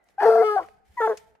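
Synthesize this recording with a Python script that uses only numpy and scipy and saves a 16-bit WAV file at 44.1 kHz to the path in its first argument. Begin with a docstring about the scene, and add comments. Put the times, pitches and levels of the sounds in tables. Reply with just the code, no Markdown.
"""Two hounds calling from a truck box

In snowy woods a high yelp runs into a long bawl, then comes a bark, all before a pair of microphones.
The vocal folds jump between a whistle-like, a clear and a growling way of vibrating: sines on the pitch
and its halves, noise-spread into rasp, plus puffs of hiss. The box rings, the trees send back a faint wash
and one late echo. Jaws and collars click, coats rustle, light wind rumbles at the microphones."""
import sys
import numpy as np
from scipy import signal
from scipy.fft import rfft, irfft
from scipy.io import wavfile

SR = 44100
rng = np.random.default_rng(int(sys.argv[2]) if len(sys.argv) > 2 else 0)


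def put_to_file(sound):
    """Save the sound as 16-bit audio at rate SR, in the file named by the first command-line argument."""
    columns = np.atleast_2d(sound).T  # one column per channel
    safe = np.clip(columns, -1, 1)
    whole_steps = np.round(safe * 32767)
    wavfile.write(sys.argv[1], SR, whole_steps.astype(np.int16))


def convert_level_to_amplitude(level_db):
    """Map a level in decibels to its linear amplitude factor."""
    exponent = np.asarray(level_db, float) / 20
    return 10 ** exponent


N = 61739  # 1.4 s

# Throat colour of the higher overtones in yelp and bawl: frequency_hz, level_db
THROAT = [(1180, -16.5), (2000, 0.5), (2560, -5.5), (2760, -17.5), (2940, -8.5), (3410, -15), (4000, -29.5),
          (4200, -28), (4710, -13.5), (5340, -22), (6410, -26), (6950, -39.5), (7740, -26.5), (9000, -32.5),
          (11700, -62), (19800, -120)]
# Spectrum of the breath hiss in yelp and bawl: frequency_hz, density_db_per_hz
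HISS = [(1410, -32.5), (2400, -11), (2580, 4.5), (2950, -20), (3250, -4), (3810, -7.5), (4620, 0.5),
        (7350, -17), (8020, -11), (12000, -13.5), (14800, -22), (15600, -31), (16200, -62)]


def evened(x):
    """Scales each channel to an rms of one."""
    return x / np.sqrt(np.mean(abs(x) ** 2, -1, keepdims=True) + 1e-20)


def read(points, hz):
    """Reads a table of frequency and value along a logarithmic frequency axis."""
    f, value = np.transpose(points)
    return np.interp(np.log(hz + 1), np.log(f + 1), value)


def colour(x, points):
    """Shapes the spectrum by a table; nothing passes outside it."""
    hz = np.fft.rfftfreq(x.shape[-1], 1 / SR)
    inside = (hz > points[0][0]) & (hz < points[-1][0])
    return irfft(rfft(x) * convert_level_to_amplitude(read(points, hz)) * inside, x.shape[-1])


def slow(hz, count=1):
    """Lowpassed noise of unit rms, its spectrum rolling off smoothly around hz."""
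    f = np.fft.rfftfreq(N, 1 / SR)
    rolloff = np.exp(-(f / hz) ** 2)
    return evened(irfft(rfft(rng.standard_normal((count, N))) * rolloff, N))


def rasp(count):
    """Complex noise that spreads a line into a narrow band, as unsteady folds do."""
    z = slow(162, count=2 * count)
    return z[:count] + 1j * z[count:]


def voice(table, throat, breath):
    """Vocal folds: overtones on the pitch, half-pitch lines, rasp round them and a puff of hiss each cycle.

    Returns the call and its lowest overtone as a complex wave."""
    # Lines at 1/2, 3/2, .. of the pitch: level_db
    half_lines_db = [-9.5, 1, -6, -9, -20]
    # The head radiates little bass: frequency_hz, level_db
    chest = [(40, -60), (150, -34), (220, -14), (300, -12), (380, 0), (20000, 0)]
    rest_jitter, rasp_jitter = 0.0017, 0.03  # relative pitch wobble at rest and per unit rasp
    late_rad = 0.59  # each overtone lags the one below a little more
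    rasp_growth = 0.91  # exponent of the rise in rasp with overtone number
    half_rasp_db = -11
    puff_cycles = 0.47  # decay of each puff

    t = np.arange(N) / SR
    rows = np.array(table).T
    start_s, end_s = rows[0][0], rows[0][-1]
    hz, *low_db, high_db, half_db, rasp_db, hiss_db = [np.interp(t, rows[0], c) for c in rows[1:]]
    gate = np.clip(np.minimum(t - start_s, end_s - t) / 0.004, 0, 1)

    wobble = (rest_jitter + rasp_jitter * convert_level_to_amplitude(rasp_db)) * slow(190)[0]
    half_turn = np.exp(2j * np.pi * np.cumsum(hz * (1 + wobble)) / SR / 2)  # wave at half the pitch

    def line(k):
        return half_turn ** (2 * k) * np.exp(-1j * late_rad * k ** 2)

    z = rasp(count=6)
    low = []
    for i, db in enumerate(low_db):
        k = i + 1
        roughness = 1 + convert_level_to_amplitude(rasp_db) * k ** rasp_growth * z[i]
        low.append(convert_level_to_amplitude(db) * line(k) * roughness)
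    high = sum(convert_level_to_amplitude(read(throat, k * hz)) * (k * hz < 9000) * line(k) for k in range(5, 24))
    high = convert_level_to_amplitude(high_db) * high * (1 + 4 * convert_level_to_amplitude(rasp_db) * z[5])
    half = sum(convert_level_to_amplitude(db) * half_turn ** (2 * k + 1) for k, db in enumerate(half_lines_db))
    half = convert_level_to_amplitude(half_db) * half * (1 + convert_level_to_amplitude(half_rasp_db) * z[4])
    tone = sum(low) + half + high

    cycle = np.angle(half_turn ** 2) / (2 * np.pi) % 1
    puffs = 0.3 + np.exp(-cycle / puff_cycles)
    hiss = evened(colour(puffs * rng.standard_normal(N), breath))
    call = gate * (np.sqrt(2) * tone.real + convert_level_to_amplitude(hiss_db) * hiss)
    return colour(call, chest), gate * low[0]


def yelp_call():
    """High hound: the folds jump in pitch and roughness along the table."""
    # Levels ahead of the head's loss of bass: time_s, pitch_hz, overtone_1_db, overtone_2_db, overtone_3_db,
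    # overtone_4_db, higher_overtones_db, half_pitch_lines_db, rasp_db, throat_hiss_db
    yelp = [(.177, 739, -63, -72.5, -80.5, -90, -90, -82.5, -43, -84.5),
            (.184, 779.2, -28.5, -44, -71, -85.5, -91.5, -67.5, -35.5, -73),
            (.195, 804, -23.5, -43, -56, -82.5, -88, -65.5, -33, -61.5),
            (.208, 839.4, -22, -39.5, -57, -81, -84, -57.5, -26, -59),
            (0.213, 844.5, -26, -38.5, -68.5, -73.5, -73.5, -52, -3, -57.5),
            (0.233, 804, -20.5, -40.5, -69, -72, -80, -54, 0, -47.5),
            (0.25, 821.8, -20, -32.5, -65, -72.5, -74, -52.5, -11.5, -53),
            (0.257, 668, -26, -38.5, -56, -72, -76, -70, -5.5, -47),
            (0.285, 692, -22.5, -40.5, -59.5, -80.5, -75, -71.5, -11.5, -49),
            (0.331, 683, -23, -37, -54, -77, -68.5, -69, -9, -54),
            (0.351, 669.5, -23, -33, -72, -77.5, -76, -69, -13, -51.5),
            (0.359, 698.3, -15.5, -48.5, -64, -75, -79, -71.5, -15.5, -50.5),
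            (0.367, 663, -21.5, -30, -56.5, -80.5, -81.5, -73.5, -21.5, -55.5),
            (0.377, 706, -20.5, -40.5, -56, -79, -68.5, -67, -16.5, -56),
            (0.407, 676.4, -26, -43, -39.5, -74.5, -81, -76.5, -27.5, -54.5),
            (0.431, 740, -19, -38.5, -60, -73, -80, -66, -10, -58),
            (0.455, 703, -44, -64, -59, -77.5, -85.5, -81.5, -19.5, -63.5)]
    return voice(yelp, THROAT, HISS)


def bawl_call():
    """Lower voice: the same throat on slower folds that end in a growl."""
    # Levels ahead of the head's loss of bass: time_s, pitch_hz, overtone_1_db, overtone_2_db, overtone_3_db,
    # overtone_4_db, higher_overtones_db, half_pitch_lines_db, rasp_db, throat_hiss_db
    bawl = [(0.2, 414.4, -54.5, -49, -43.5, -37, -50, -73, -8, -63.5),
            (0.214, 417.9, -30.5, -51.5, -45, -41.5, -63.5, -68.5, -4.5, -73),
            (0.252, 408.8, -23, -55.5, -38, -46.5, -57, -77.5, -7, -68.5),
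            (0.258, 466, -12.5, -34, -37, -33.5, -62, -68.5, -26, -58),
            (0.28, 442.9, -15.5, -21, -43, -41, -59, -69.5, -24, -59.5),
            (0.294, 450.7, -10, -25.5, -37, -61, -61, -72, -31.5, -63.5),
            (0.306, 444.2, -16.5, -53, -34.5, -54, -66.5, -67.5, -25, -55),
            (0.366, 449.4, -19, -39, -38, -56, -63, -70, -26, -58),
            (0.414, 446.2, -13.5, -50, -36.5, -77.5, -69.5, -70, -27.5, -62),
            (0.416, 466, -13.5, -43.5, -35, -60.5, -63, -73.5, -22.5, -58),
            (0.435, 412.5, -26.5, -39, -31.5, -61, -55, -78.5, -33.5, -55),
            (.445, 431, -20, -37, -29.5, -52.5, -42.5, -89.5, -34, -58.5),
            (.47, 430.2, -21.5, -35.5, -29.5, -48.5, -43, -80, -40.5, -52),
            (.492, 424, -24.5, -40, -22.5, -45, -47, -83.5, -40, -55.5),
            (.512, 418.9, -25.5, -36.5, -27.5, -39.5, -51, -83, -37.5, -53),
            (.535, 417.3, -27.5, -31.5, -28, -41, -55.5, -78.5, -36, -55),
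            (.558, 414, -27.5, -30, -38.5, -42.5, -56.5, -71, -33.5, -57.5),
            (0.566, 385, -43.5, -16.5, -45.5, -42.5, -63, -52, -20.5, -59.5),
            (0.582, 383, -42.5, -20, -31.5, -32.5, -54.5, -51, -22.5, -56),
            (0.594, 374.3, -56.5, -23.5, -49, -45, -61.5, -32.5, -13, -75),
            (.601, 344.6, -44.5, -38, -40, -55, -77.5, -43.5, -7, -66),
            (.612, 331.6, -42.5, -41, -43, -54.5, -80, -46, -9.5, -67),
            (.628, 323, -40.5, -49, -64, -56, -60.5, -49, -12.5, -81.5),
            (.655, 321.5, -63, -77, -67, -56, -82, -71, -11.5, -77)]
    return voice(bawl, THROAT, HISS)


def bark_call():
    """Short bark: folds as in the other calls, with a throat and breath colour of its own."""
    # Levels ahead of the head's loss of bass: time_s, pitch_hz, overtone_1_db, overtone_2_db, overtone_3_db,
    # overtone_4_db, higher_overtones_db, half_pitch_lines_db, rasp_db, throat_hiss_db
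    bark = [(0.968, 505.8, -82, -49, -71, -70, -88.5, -83, -39.5, -78.5),
            (0.978, 494, -89, -29.5, -74, -37.5, -66, -66, -36.5, -65),
            (1.0, 470.2, -99, -26, -78, -34, -81.5, -61, -25, -66),
            (1.005, 480.3, -23.5, -30, -32, -38, -58, -52, -21.5, -56),
            (1.023, 440.5, -24.5, -27.5, -27.5, -35, -55, -43, -20, -58.5),
            (1.049, 445.7, -23.5, -21, -27, -36, -55, -65, -31.5, -58),
            (1.068, 422, -25.5, -23, -54.5, -44, -51, -68, -29, -55.5),
            (1.075, 455, -24.5, -31, -32, -61, -67.5, -25.5, -11.5, -62),
            (1.088, 447.4, -26, -38.5, -56, -60, -71, -40.5, -15, -61),
            (1.098, 458.8, -20.5, -36.5, -52, -56, -65, -33.5, -23, -57),
            (1.11, 433.3, -23, -35.5, -40.5, -51.5, -65.5, -35.5, -22, -62),
            (1.125, 417.8, -25.5, -42.5, -45, -43.5, -66, -39, -21.5, -65.5),
            (1.135, 430, -31.5, -41, -65, -59, -79, -47, -5, -69.5),
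            (1.142, 446, -33, -51, -63.5, -76, -82, -50.5, -7.5, -77),
            (1.152, 425, -53.5, -59, -71, -84, -89, -61.5, -3, -80),
            (1.164, 410, -61, -68, -87, -78, -88, -67, -9.5, -78)]
    # Throat colour of the higher overtones: frequency_hz, level_db
    bark_throat = [(1180, -29), (2000, 3.5), (3070, -11.5), (3570, 0.5), (4020, -23), (5340, -30),
                   (6130, -34), (7690, -30), (8350, -20), (9000, -23.5), (11700, -42), (19800, -120)]
    # Spectrum of the breath hiss: frequency_hz, density_db_per_hz
    bark_hiss = [(2240, -38), (3800, 1.5), (6930, 3.5), (7500, -16), (8570, -4), (9270, -4), (14500, -5.5),
                 (15600, -14), (16200, -63)]
    return voice(bark, bark_throat, bark_hiss)[0]


def mixed_tones(high, low):
    """Ragged sum and difference tones, as strong as the product of yelp and bawl."""
    # What each tone is made of: yelp_multiple, bawl_multiple (negative for a difference)
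    mixed = [(1, -1), (1, 1), (2, -1), (3, -1), (2, 1)]
    # Against the product of both voices: level_db
    mixed_db = [-9, -1, 2, -2.5, -19.5]
    mixed_rasp_db = -15
    u = high / (abs(high) + 1e-9)
    v = low / (abs(low) + 1e-9)
    lines = 0
    for (m, n), db, z in zip(mixed, mixed_db, rasp(count=len(mixed))):
        tone = u ** m * (v if n > 0 else v.conj())
        lines = lines + convert_level_to_amplitude(db) * tone * (1 + convert_level_to_amplitude(mixed_rasp_db) * z)
    return abs(high * low) * lines.real


def pair(x, table):
    """Level and phase difference between the two microphone ports, split evenly over both."""
    f, db, rad = np.transpose(table)
    hz = np.fft.rfftfreq(N, 1 / SR)
    half = convert_level_to_amplitude(np.interp(hz, f, db) / 2) * np.exp(0.5j * np.interp(hz, f, rad))
    return irfft(rfft(x) * np.array([half, 1 / half]), N)


def at_microphones(yelp, bawl, bark):
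    """Direct sound: each call reaches the two ports with its own level and phase differences."""
    # One table per call: frequency_hz, left_minus_right_db, left_lead_rad
    yelp_pair = [(414, -0.95, 0.09), (635, 5.5, 0.17), (838, 1.4, 0.12), (1194, 12, 0.41),
                 (1688, 6.5, 0.05), (2180, 2.5, 0.22), (2939, -3.5, 0.7), (4380, -6.5, 3.5), (6300, 5, 6.1),
                 (8250, -1, 8.1), (11937, 0.3, 6.3)]
    bawl_pair = [(414, 3, 0.06), (620, 3, 0.08), (838, 3.6, 0.3), (1110, 5, 1.4), (1770, 4.5, 1),
                 (2030, 2.5, 0.23), (2980, -3, 4.8), (4327, -4, 4.5), (6033, 7, 2.3), (8150, -3, 0.77),
                 (11937, -1, 0.23)]
    bark_pair = [(414, 1.4, 0.5), (620, 3.5, -0.9), (838, -0.3, 0.05), (1216, 8.5, 1), (1688, -5, 0.6),
                 (2135, 2, 0.96), (2950, -11, 0.84), (4327, 7, 4.5), (6033, 3.5, 2.2), (8155, -0.7, 1.1),
                 (11937, 1, -0.4)]
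    return pair(yelp, yelp_pair) + pair(bawl, bawl_pair) + pair(bark, bark_pair)


def woods(x):
    """Decaying noise tails: ring of the box, truck and near trunks, far trees, and one smeared echo."""
    # Colour of what returns: frequency_hz, level_db
    returned = [(300, -19.5), (450, 0.5), (800, 3.5), (1300, 0), (1500, 0.5), (2200, 8), (4000, 13),
                (8000, 8.5), (16000, -5)]
    box_db, box_t60_s = -21, 0.025
    truck_db, truck_t60_s = -25, 0.28  # truck and near trunks
    far_db, far_t60_s = -35, 0.79
    echo_db, echo_s, echo_smear_s = -43.5, 0.205, 0.004

    t = np.arange(SR) / SR
    box, truck, far, echo = rng.standard_normal((4, 2, SR))
    box = box * convert_level_to_amplitude(-60 * t / box_t60_s) * (t > 0.002)
    truck = truck * convert_level_to_amplitude(-60 * t / truck_t60_s) * (t > 0.012)
    far = far * convert_level_to_amplitude(-60 * t / far_t60_s) * (t > 0.05)
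    # the ports share part of the echo
    echo = (echo + echo[0]) * np.exp(-((t - echo_s) / echo_smear_s) ** 2)
    shapes = [(box, box_db), (truck, truck_db), (far, far_db), (echo, echo_db)]
    tail = sum(convert_level_to_amplitude(db) * evened(shape) / np.sqrt(SR) for shape, db in shapes)
    return signal.fftconvolve(colour(x, returned)[None], tail, axes=1)[:, :N]


def clicks():
    """Jaws and collars: short noise snaps with a 1 ms rise, partly shared by the two ports."""
    # Each snap: start_s, nominal_peak_db, t60_s, tilt_db_per_octave (about 4 kHz)
    snaps = [(0.0398, -56, 0.03, 17), (0.0864, -45, 0.029, 2.3), (0.096, -47, 0.023, -23),
             (0.6858, -32, 0.024, -4.8), (0.7749, -52, 0.022, -9), (1.1721, -27.5, 0.051, 5.7),
             (1.3509, -41, 0.047, -5.5), (1.3557, -60, 0.033, -15.9)]
    # Spectrum of a snap without tilt: frequency_hz, density_db_per_hz
    click = [(350, -29), (600, 11), (1600, 2.5), (2480, 5), (3320, -3), (6800, -2.5), (7590, -7.5),
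             (15100, -34), (16200, -38)]
    crest_db = 12.5  # allowance for a peak over the mean level
    length = 4096
    out, t = np.zeros((2, N + length)), np.arange(length) / SR
    for start_s, db, t60_s, tilt in snaps:
        tilted = [(f, level + tilt * np.log2(f / 4000)) for f, level in click]
        z = rng.standard_normal((3, length))
        snap = evened(colour(z[0] + 1.2 * z[1:], tilted))
        envelope = convert_level_to_amplitude(db - crest_db - 60 * t / t60_s) * np.minimum(t / 0.001, 1)
        start = round(start_s * SR)
        out[:, start:start + length] += envelope * snap
    return out[:, :N]


def wide_noise(shared, points):
    """Coloured noise at both ports, one part shared and one part their own."""
    z = rng.standard_normal((3, N))
    return evened(colour(shared * z[:1] + 0.87 * z[1:], points))


def rustle():
    """Coats and ears moving: noise whose level follows the movement and flickers."""
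    # Spectrum: frequency_hz, level_db
    cloth = [(1000, -35), (1700, -1.5), (2280, -1.5), (2830, -10), (3050, -4), (3320, -9), (10500, -14),
             (14300, -18.5), (16200, -34.5)]
    # Movement, flicker aside: time_s, level_db
    movement = [(0.0, -91), (0.1, -73), (0.17, -81.5), (0.64, -61.5), (0.844, -90.5), (0.854, -73),
                (0.96, -67.5), (1.2, -62.5), (1.39, -87), (1.4, -99.5)]
    level_db = np.interp(np.arange(N) / SR, *np.transpose(movement))
    return convert_level_to_amplitude(level_db + 1.5 * slow(60)) * wide_noise(0.45, cloth)


def bump():
    """A low bump in the box: one short swell of a 72 Hz tone."""
    t = np.arange(N) / SR
    peak_s, length_s = 0.907, 0.016
    swell = np.exp(-((t - peak_s) / length_s) ** 2)
    return convert_level_to_amplitude(-53.5) * swell * np.cos(2 * np.pi * 72 * t)


def wind():
    """Light wind at the microphones: low noise, lumpy in level and lumpy differently at each port."""
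    # Spectrum: frequency_hz, level_db
    rumble = [(13, -46), (22, -7.5), (65, -2.5), (134, -9.5), (177, -10), (200, -5.5), (260, -22),
              (440, -120)]
    # Gusts, lumps aside: time_s, level_db
    gusts = [(0.0, -82.5), (0.232, -72), (0.368, -74.5), (0.454, -82), (0.532, -69), (0.58, -79),
             (0.602, -62.5), (0.872, -72.5), (0.906, -68), (0.942, -67), (1.358, -69.5), (1.4, -96)]
    lumpy_db = -1  # rms; the sign only turns the random lumps over
    level_db = np.interp(np.arange(N) / SR, *np.transpose(gusts))
    return convert_level_to_amplitude(level_db + lumpy_db * slow(4.5, count=2)) * wide_noise(0.3, rumble)


def earlier_barks():
    """Wash of earlier barks, still dying away among the trees as a fading band of noise."""
    # Spectrum: frequency_hz, level_db
    earlier = [(180, -59), (300, -32), (581, -9), (669, 0), (822, -6.5), (877, -18.5), (1540, -22),
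               (1890, -21), (1960, -2), (2590, -44), (4000, -28.5), (5200, -52), (8800, -120)]
    start_db, t60_s = -70, 2.5
    t = np.arange(N) / SR
    return convert_level_to_amplitude(start_db - 60 * t / t60_s + 1.5 * slow(12)) * wide_noise(0.69, earlier)


def still_air():
    """Quiet bed of the place: steady noise that wavers slightly in level."""
    # Spectrum: frequency_hz, level_db
    air = [(88, -48.5), (150, -10), (446, -6.5), (618, -10.5), (857, -3), (971, -17), (1490, -11.5),
           (3000, -27.5), (3900, -56.5), (6600, -120)]
    return convert_level_to_amplitude(-70.5 + 1.5 * slow(7.7)) * wide_noise(0.27, air)


def scene():
    """Direct calls, what box and woods return, then the small sounds and the background."""
    yelp, high = yelp_call()
    bawl, low = bawl_call()
    bark = bark_call()
    yelp = yelp + mixed_tones(high, low)
    direct = at_microphones(yelp, bawl, bark)
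    background = rustle() + bump() + wind() + earlier_barks() + still_air()
    return direct + woods(yelp + bawl + bark) + clicks() + background


def low_pass(x):
    """Removes everything above the highest recorded frequency."""
    return signal.sosfilt(signal.butter(12, 16470, fs=SR, output="sos"), x)


def record(dry):
    """Stores the finished mix."""
    return low_pass(dry)


dry = scene()
out = record(dry)
put_to_file(out)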